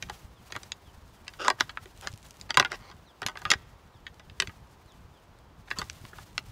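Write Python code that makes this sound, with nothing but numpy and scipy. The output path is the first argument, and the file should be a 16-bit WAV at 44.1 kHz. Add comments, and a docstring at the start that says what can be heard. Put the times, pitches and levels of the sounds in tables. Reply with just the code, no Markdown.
"""Antlers clack, rebound and scrape in bouts as two fallow bucks spar on open grassland, some way off.
Hooves and lunging bodies thud, legs swish through grass, dry stalks tick, a far bird calls over a low park
murmur. The antlers are resonators struck by short forces or rubbed by many tiny slips. Thuds are low sine
waves with dull noise; grass, ground and park are coloured noise; the bird is a falling tone with harmonics."""
import sys
import numpy as np
from scipy import signal
from scipy.fft import rfft, irfft
from scipy.io import wavfile

SR = 44100
rng = np.random.default_rng(int(sys.argv[2]) if len(sys.argv) > 2 else 0)


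def master(y):
    """Save y as 16-bit WAV."""
    cut = np.clip(np.atleast_2d(y).T, -1, 1)
    pcm = np.round(cut * 32767)  # scale
    wavfile.write(sys.argv[1], SR, pcm.astype(np.int16))


N = 287091

# antler blows: [t/s, level/dB, ring of the struck part f/Hz, top of the contact f/Hz,
# hardness/dB per octave, drag (no unit: .4 is a clean tap, 1.6 is grinding)]
BLOWS = [(0.0252, -34.5, 2500, 10800, -1, 1.06), (0.098, -35, 864, 11900, -3.0, 1.06),
         (0.5229, -37.0, 2490, 6740, -1.5, 0.83), (0.553, -40.5, 905, 2200, 6, 0.88),
         (0.5635, -33.5, 1110, 14000, -4.5, 1), (0.6328, -45, 4740, 10100, -1, 0.94),
         (0.7194, -32.5, 2700, 5430, 6.5, 0.6), (1.2805, -38, 2630, 6900, -0.5, 0.86),
         (1.337, -50.5, 2270, 9700, -3, 0.9), (1.4479, -32, 1180, 7150, -3.5, 1.6),
         (1.4819, -16.5, 970, 12400, -5, 0.66), (1.502, -21.0, 947, 6450, -2.5, 1.1),
         (1.601, -33.5, 783, 4800, 4.5, 1.6), (1.6077, -19, 2090, 5200, 0.5, 0.54),
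         (1.6941, -38.5, 940, 3080, 8, 1.23), (1.773, -33, 1310, 2270, 3.5, 0.75),
         (1.8577, -47.0, 2330, 14000, -7.5, 0.65), (2.0725, -31.5, 1755, 8240, -1.5, 0.95),
         (2.413, -42.5, 4790, 8500, 4.5, 0.4), (2.5064, -26.5, 922, 5050, 4.0, 0.64),
         (2.5436, -34, 2740, 7900, -2, 1.4), (2.5725, -13, 986, 5260, -1, 1.07),
         (2.5985, -15, 1081, 5700, -2.5, 0.83), (2.6264, -28.5, 1140, 2200, 0.5, 0.67),
         (2.6489, -26.5, 1424, 3900, 0, 1.3), (2.7185, -32, 1980, 4830, -3, 0.63),
         (2.914, -48.5, 1110, 6600, -1.5, 1.5), (3.2192, -32.5, 782, 5450, -3.5, 1.44),
         (3.2304, -37, 715, 4850, 0, 1.14), (3.2643, -27.5, 1080, 11900, 4.5, 1.1),
         (3.2852, -33.5, 957, 11000, -2, 1.47), (3.3557, -41, 910, 2200, -2.5, 1.2),
         (3.3728, -39, 1560, 6500, -1.5, 0.75), (3.418, -42, 973, 11700, -5.5, 1.2),
         (3.453, -27.5, 1225, 2840, 0.5, 1.16), (3.5035, -18, 2680, 9900, 2, 1.73),
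         (3.5157, -16.5, 1890, 8500, 0.5, 0.88), (3.5367, -28, 1940, 6800, -1.5, 0.81),
         (4.0672, -38.5, 1815, 3300, 6.5, 1.13), (4.1966, -49.5, 740, 5180, 1.0, 1.24),
         (4.2987, -51, 2600, 3900, -0.5, 0.61), (4.401, -21.5, 2650, 8200, 1.5, 0.86),
         (4.4217, -29.0, 2540, 4730, -2, 0.85), (4.4733, -39.5, 2610, 6500, 0, 0.81),
         (4.495, -46.5, 1190, 2600, 1, 1.16), (5.705, -38.5, 1900, 8100, -1.5, 1.8),
         (5.713, -28.5, 1870, 3460, -1.5, 0.8), (5.7869, -31.5, 4550, 13600, 0, 1.43),
         (5.8166, -31, 1186, 4900, -3.5, 0.99), (5.8988, -37.5, 1760, 5750, 10.5, 0.26),
         (6.052, -47.5, 910, 3970, -1.0, 0.74), (6.1326, -47, 2000, 2200, -6, 0.69),
         (6.185, -43, 1100, 2280, -1.0, 0.9), (6.3795, -26.5, 2040, 4270, 4.0, 0.64)]


def clacks(skid_t60=0.0091, skid=0.95, crack_db=-10.0, crack_t60=0.007, crack_top_hz=6000, lead_s=.0005):
    """Each blow is a sharp touch, a brief skid, a second touch and a slide, heard as a crack and a short hollow ring."""
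    chatter_s, chatter_db = .0085, -13   # the tines touch again just after a blow; level at drag 1
    slide_db, slide_t60 = -16, 0.088   # and then slide off each other; level at drag 1, decay in s
    edge_share = .74   # a part carries few modes below this share of its ring pitch
    out, t = np.zeros(N), seconds(.1)
    window = np.sqrt(SR / 100)   # spreads unit energy over 10 ms, so that a level is an rms
    for s, db, ring_hz, top_hz, hardness, drag in BLOWS:
        edge_hz = edge_share * ring_hz
        touch = skid * unit_energy(rng.standard_normal(len(t)) * dying(t, skid_t60 * drag))
        touch[0] += 1
        slide = unit_energy(slips(t, per_s=2500, uneven_db=8.5) * dying(t, slide_t60))
        force = touch + from_db(slide_db) * drag ** 2 * slide
        add(force, chatter_s * rng.uniform(.7, 1.3), from_db(chatter_db) * drag ** 2 * touch)
        ring = antler(force, edge_hz, ring_hz, top_hz, hardness, drag)
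        burst = rng.standard_normal(len(t)) * dying(t, crack_t60 * drag)
        crack = unit_energy(band(burst, edge_hz * .75, min(crack_top_hz, 1.1 * top_hz)))
        add(out, s - lead_s, from_db(db) * window * (ring + from_db(crack_db) * crack))
    return out


def scrapes(edge_hz=620, main_hz=1350, top_hz=6500, ring=0.25, rub_db=-7.0, rub_top_hz=3400):
    """A sliding tine catches on the ridges of the other antler: dense uneven slips into the same modes."""
    # tine sliding along a beam: [start t/s, end t/s, level at the end/dB]
    slides = [(0.084, 0.102, -43.5), (0.499, 0.509, -48), (0.542, 0.561, -43), (1.266, 1.281, -50),
              (1.385, 1.486, -33), (1.582, 1.625, -42.5), (2.02, 2.05, -44.5), (2.044, 2.081, -45),
              (2.49, 2.506, -38), (2.58, 2.62, -30), (2.698, 2.761, -40.5), (2.784, 2.911, -52),
              (3.35, 3.42, -53), (3.443, 3.5, -47.5), (3.507, 3.54, -31), (5.672, 5.688, -49),
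              (5.757, 5.823, -40.5)]
    swell_db, hardness = 6.5, -4.5   # pressure builds until the tine slips off; dB per octave
    out = np.zeros(N)
    for start, end, db in slides:
        length = max(end - start, .005)
        t = seconds(length + .04)
        stroke = from_db(db + np.interp(t, [0, length], [-swell_db, 0]))
        # the tine bites, then lets go
        stroke *= np.interp(t, [0, .15 * length, .92 * length, length], [0, 1, 1, 0])
        stroke *= flutter(depth_db=2.0, per_s=190, size=len(t))   # the pressure is unsteady
        force = slips(t, per_s=3300, uneven_db=4.5) * stroke
        rasp = antler(force, edge_hz, main_hz, top_hz, hardness, ring,
                      main_db=2.0, vary_db=0.5, detune=0.026)
        rub = unit_energy(band(force, edge_hz, rub_top_hz))   # the slips also sound directly
        rasp += from_db(rub_db) * rub
        add(out, start, rasp * np.linalg.norm(stroke))
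    return out


def antler(force, edge_hz, main_hz, top_hz, hardness, length, t60=0.032, shorter_up=0.75, main_db=4.5,
           leak_db=-15.0, vary_db=1.0, detune=.04, travel_s=.0006):
    """A contact force rings the modes; a short tine carries few lows, a hard contact more highs, a broad one no top."""
    # antler modes, the pitches at which it rings: [f/Hz, level/dB]
    modes = [(366, 2), (398, 2), (484, -5), (538, -4), (613, -3.5), (699, -4.5), (753, 0), (904, -1),
             (947, 1.5), (1098, -4), (1227, 5), (1485, 4), (1614, 5.5), (1916, 5), (2002, -3), (2271, 0.5),
             (2670, -1), (2993, -1), (3348, 1), (3789, 1.5), (4521, -2.5), (4888, 2.5), (5620, -8.5),
             (6266, -0.5), (7202, -1.5), (8559, -13.5), (9743, -17.5), (10734, -12), (12112, -20),
             (14211, -12)]
    hz, db = np.transpose(modes)
    # every spot rings a little differently
    hz = np.minimum(hz * np.exp(detune * rng.standard_normal(len(hz))), SR * .45)
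    nearest = np.argmin(np.abs(np.log(hz / main_hz)))
    hz[nearest] = main_hz
    db = db + hardness * np.log2(hz / main_hz) + rng.normal(0, vary_db, len(hz))
    db[nearest] += main_db
    carried = np.sqrt(from_db(leak_db) ** 2 + 1 / (1 + (edge_hz / hz) ** 8))
    # bone damps its high modes fastest; t60 holds at 1500 Hz and length 1
    mode_t60 = t60 * max(length, .2) * (1500 / hz) ** shorter_up
    radius = from_db(-60 / (SR * mode_t60))
    gains = rng.choice([-1, 1], len(hz)) * from_db(db) * carried
    out = np.zeros(len(force))
    for f, r, gain in zip(hz, radius, gains):
        mode = signal.lfilter([1, 0, -1], [1, -2 * r * np.cos(2 * np.pi * f / SR), r * r], force)
        delay_s = travel_s * np.sqrt(1000 / f)   # low bending waves travel slower
        add(out, delay_s, gain * unit_energy(mode))
    return unit_energy(band(out, 120, top_hz, order=3))


def slips(t, per_s, uneven_db):
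    """Dense uneven catches of a tine on ridged bone, as single-sample clicks at random times."""
    return (rng.random(len(t)) < per_s / SR) * from_db(rng.normal(0, uneven_db, len(t)))


def thuds(t60=0.061, rise=.003, puff_db=-6.5, puff_octaves=1.3):
    """Hooves and bodies thud and the heads take each blow: a few low cycles and a dull puff around them."""
    # low thuds of hooves and of the bodies lunging at the blows: [t/s, level/dB, thud f/Hz]
    low_thuds = [(.245, -41.5, 70), (.56, -42, 112), (.975, -41.5, 78), (1.601, -44.5, 130),
                 (2.103, -42, 90), (2.134, -36.5, 101), (2.576, -28, 140), (2.608, -35, 115),
                 (3.255, -37.5, 112), (3.461, -37, 100), (3.508, -36, 150), (3.555, -34, 87.4),
                 (3.952, -44.5, 91), (4.48, -37, 100), (5.785, -38, 173), (6.011, -40, 89.5),
                 (6.036, -37, 113)]
    skull_db, skull_hz = -22, 262   # thud of the heads, relative to a blow that rings at 1 kHz
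    skull_db_per_octave = -3   # thin high tines shake the head less than the thick beam
    out, t = np.zeros(N), seconds(0.3)
    shape = (1 - np.exp(-t / rise)) * dying(t, t60)
    shape /= shape.max()
    skulls = []
    for s, db, ring_hz, *_ in BLOWS:
        head_db = db + skull_db + skull_db_per_octave * np.log2(ring_hz / 1000)
        skulls.append((s, head_db, skull_hz))
    for s, db, hz in list(low_thuds) + skulls:
        noise = band(rng.standard_normal(len(t)), hz / 2, hz * 2 ** puff_octaves, order=3)
        puff = from_db(puff_db) * rms_one(noise)
        add(out, s, from_db(db) * shape * (np.sin(2 * np.pi * hz * t) + puff))
    return out


def stalks(uneven_db=5.5, low_hz=2200, high_hz=9000, t60=.004, boost_db=16.0, thick_boost_db=13.0):
    """Dry stalks snap under the hooves as tiny bright ticks of fast-dying noise."""
    # stretches of dry stalks being crushed: [start t/s, end t/s, snaps per s, level before the boost/dB]
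    crushes = [(1.96, 2.42, 160, -54), (5.76, 5.934, 370, -56), (5.95, 6.51, 140, -60.5)]
    # the thickest stalks: [t/s, level before the boost/dB]
    thick_snaps = [(1.9759, -40), (2.0114, -31), (2.022, -38.5), (2.138, -37), (2.176, -35.5),
                   (2.2288, -40.5), (2.3084, -34.5), (2.37, -45.5)]
    per_s, db = np.full(N, 7.0), np.full(N, -59.0)   # stray snaps: rate, level before the boost
    now = np.arange(N) / SR
    for start, end, crush_per_s, crush_db in crushes:
        crushed = (now >= start) & (now < end)
        per_s[crushed], db[crushed] = crush_per_s, crush_db
    spread_db = uneven_db * np.clip(rng.standard_normal(N), -2, 2)
    snaps = (rng.random(N) < per_s / SR) * from_db(db + boost_db + spread_db)
    for s, thick_db in thick_snaps:
        add(snaps, s, from_db([thick_db + thick_boost_db]))
    decay = unit_energy(dying(seconds(.01), t60))
    splinter = signal.fftconvolve(snaps, decay)[:N] * rng.standard_normal(N)
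    return band(splinter, low_hz, high_hz)


def footwork():
    """Strength of the strides: each rises, holds while the leg sweeps, and dies as the grass settles."""
    # legs sweeping through the grass: [start t/s, length/s, swish level/dB]
    strides = [(-0.003, 0.22, -58.5), (0.443, .22, -61), (1.565, 0.075, -55), (1.8, 0.035, -55.5),
               (1.978, 0.094, -56), (2.38, .08, -62.5), (2.697, 0.15, -67), (3.342, 0.26, -64),
               (4.355, 0.13, -60.5), (5.694, 0.15, -57), (6.026, 0.26, -65), (6.434, .09, -61.5)]
    attack_s, t60 = .03, 0.28   # the swish rises fast and settles slowly
    out = np.zeros(N)
    for s, length, db in strides:
        t = seconds(length + t60)
        rise = np.minimum(t / attack_s, 1)
        add(out, s, from_db(db) * rise * dying(np.maximum(t - length, 0), t60))
    return out


def swish(strides):
    """Legs brush the grass: coloured noise follows the strides over a light rustle of shifting feet."""
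    # colour of the swish: [f/Hz, level/dB]
    colour = [(600, 5), (1500, 3.5), (3000, 2), (6500, -1.5), (9000, -5.5), (12000, -7.5), (15500, -7.5)]
    # light rustle of shifting feet: [t/s, level/dB]
    shuffle = [(0, -68), (1, -65), (2.6, -64.5), (3.9, -72), (4.8, -69), (5.5, -74.5), (5.9, -60.5),
               (6.51, -65)]
    s, db = np.transpose(shuffle)
    rustle = from_db(np.interp(np.arange(N) / SR, s, db))
    return np.hypot(strides, rustle) * coloured_noise(colour) * flutter(depth_db=3.4, per_s=56)


def rumble(strides, trample_db=4.5, distant_db=-56):
    """The ground rumbles with the strides, over a distant rumble: low noise that wavers in level."""
    # colour of the rumble: [f/Hz, level/dB]
    colour = [(20, -19.5), (32, -4.5), (45, -0.5), (70, 0), (115, -3), (170, -7), (300, -20.5)]
    strength = np.hypot(from_db(trample_db) * strides, from_db(distant_db))
    return strength * coloured_noise(colour) * flutter(depth_db=4.0, per_s=22)


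def bird(chirp_s=.082, end_hz=2797, waver=0.023, lower_db=-9.5, upper_db=-10.0):
    """Thin calls that all fall to the same note, heard mostly by their second harmonic."""
    # calls of the far bird: [t/s, second harmonic at the start f/Hz, level/dB]
    calls = [(.34, 3850, -69), (.84, 3600, -65), (1.13, 3490, -73.5), (3.05, 4450, -63), (3.92, 4100, -69),
             (4.2, 3700, -73), (4.866, 4450, -64.5), (5.126, 3750, -69.5), (5.35, 4100, -75.5)]
    out, t = np.zeros(N), seconds(chirp_s)
    for s, start_hz, db in calls:
        wobble = rms_one(band(rng.standard_normal(len(t)), 60, 500))
        hz = np.linspace(start_hz, end_hz, len(t)) * (1 + waver * wobble)
        phase = np.pi * np.cumsum(hz) / SR   # the fundamental runs at half of hz
        call = from_db(lower_db) * np.sin(phase) + np.sin(2 * phase) + from_db(upper_db) * np.sin(3 * phase)
        swell = np.sqrt(2) * np.sin(np.pi * t / chirp_s)
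        add(out, s, from_db(db) * swell * call)
    return out


def park(level_db=-60):
    """The low murmur of the park is steady coloured noise."""
    # colour of the murmur: [f/Hz, level/dB]
    colour = [(200, -2.5), (315, 1.5), (640, -0.5), (950, 1), (1400, -4.5), (2200, -12), (3200, -13.5),
              (4500, -17.5), (7000, -23.5), (10000, -31), (15500, -28.5)]
    return from_db(level_db) * coloured_noise(colour)


def meadow(x, near_db=-18.0206, near_t60=0.052, near_top_hz=4500, far_db=-42.0206, far_t60=1.0, far_top_hz=3000):
    """Bodies and ground scatter the sound almost at once; distant trees return a faint dull tail."""
    t = seconds(0.93)
    near = rng.standard_normal(len(t)) * dying(t, near_t60) * (t > .003)
    near = unit_energy(band(near, 130, near_top_hz, order=1))
    far = rng.standard_normal(len(t)) * dying(t, far_t60) * (1 - np.exp(-t / .04))
    far = unit_energy(band(far, 200, far_top_hz, order=1))
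    echoes = from_db(near_db) * near + from_db(far_db) * far
    return x + signal.fftconvolve(x, echoes)[:N]


def from_db(db):
    """Decibels to gain."""
    return 10 ** (np.asarray(db) / 20)


def rms_one(x):
    """Scale to rms 1."""
    return x / np.sqrt(np.mean(x ** 2) + 1e-20)


def unit_energy(x):
    """Scale to a sum of squares of 1."""
    return x / np.sqrt(np.sum(x ** 2) + 1e-20)


def seconds(length):
    """Time axis of a short sound."""
    return np.arange(max(int(length * SR), 8)) / SR


def dying(t, t60):
    """Exponential decay, 60 dB down after t60 seconds."""
    return np.exp(-np.log(1000) * t / max(t60, 1e-4))


def add(out, s, sound):
    """Mix a sound in at time s."""
    at = int(np.clip(round(s * SR), 0, len(out) - 1))
    out[at:at + len(sound)] += sound[:len(out) - at]


def band(x, low_hz, high_hz, order=2):
    """Causal band-pass: keeps the pitches between two edges."""
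    high_hz = min(high_hz, SR * .45)
    edges = [min(low_hz, high_hz / 2), high_hz]
    return signal.sosfilt(signal.butter(order, edges, "band", fs=SR, output="sos"), x)


def flutter(depth_db, per_s, size=N):
    """A gain that wanders at random, with per_s new targets each second."""
    steps = rng.standard_normal(2000)
    return from_db(depth_db * np.interp(np.arange(size) / SR * per_s, np.arange(len(steps)), steps))


def coloured_noise(spectrum):
    """Steady noise of rms 1 with the given spectrum, falling 42 dB per octave past its ends."""
    hz, db = np.transpose(spectrum)
    octave = np.log2(np.maximum(np.fft.rfftfreq(N, 1 / SR), 1))
    known = np.log2(hz)
    beyond = np.abs(octave - np.clip(octave, known[0], known[-1]))
    gain = from_db(np.interp(octave, known, db) - 42 * beyond)
    return rms_one(irfft(rfft(rng.standard_normal(N)) * gain, N))


def scene():
    """The fight, the grass and the park; the strides drive both the swish and the rumble of the ground."""
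    strides = footwork()
    fight = meadow(clacks() + scrapes() + stalks() + bird()) + thuds()
    return (fight + swish(strides) + rumble(strides) + park())[None]


def record(dry, cutoff_hz=15600):
    """The highest peaks are rounded and the top is cut."""
    rounded = 1.307 * np.tanh(dry / 1.31)
    return signal.sosfilt(signal.ellip(10, .1, 80, cutoff_hz, fs=SR, output="sos"), rounded)


dry = scene()
out = record(dry)
master(out)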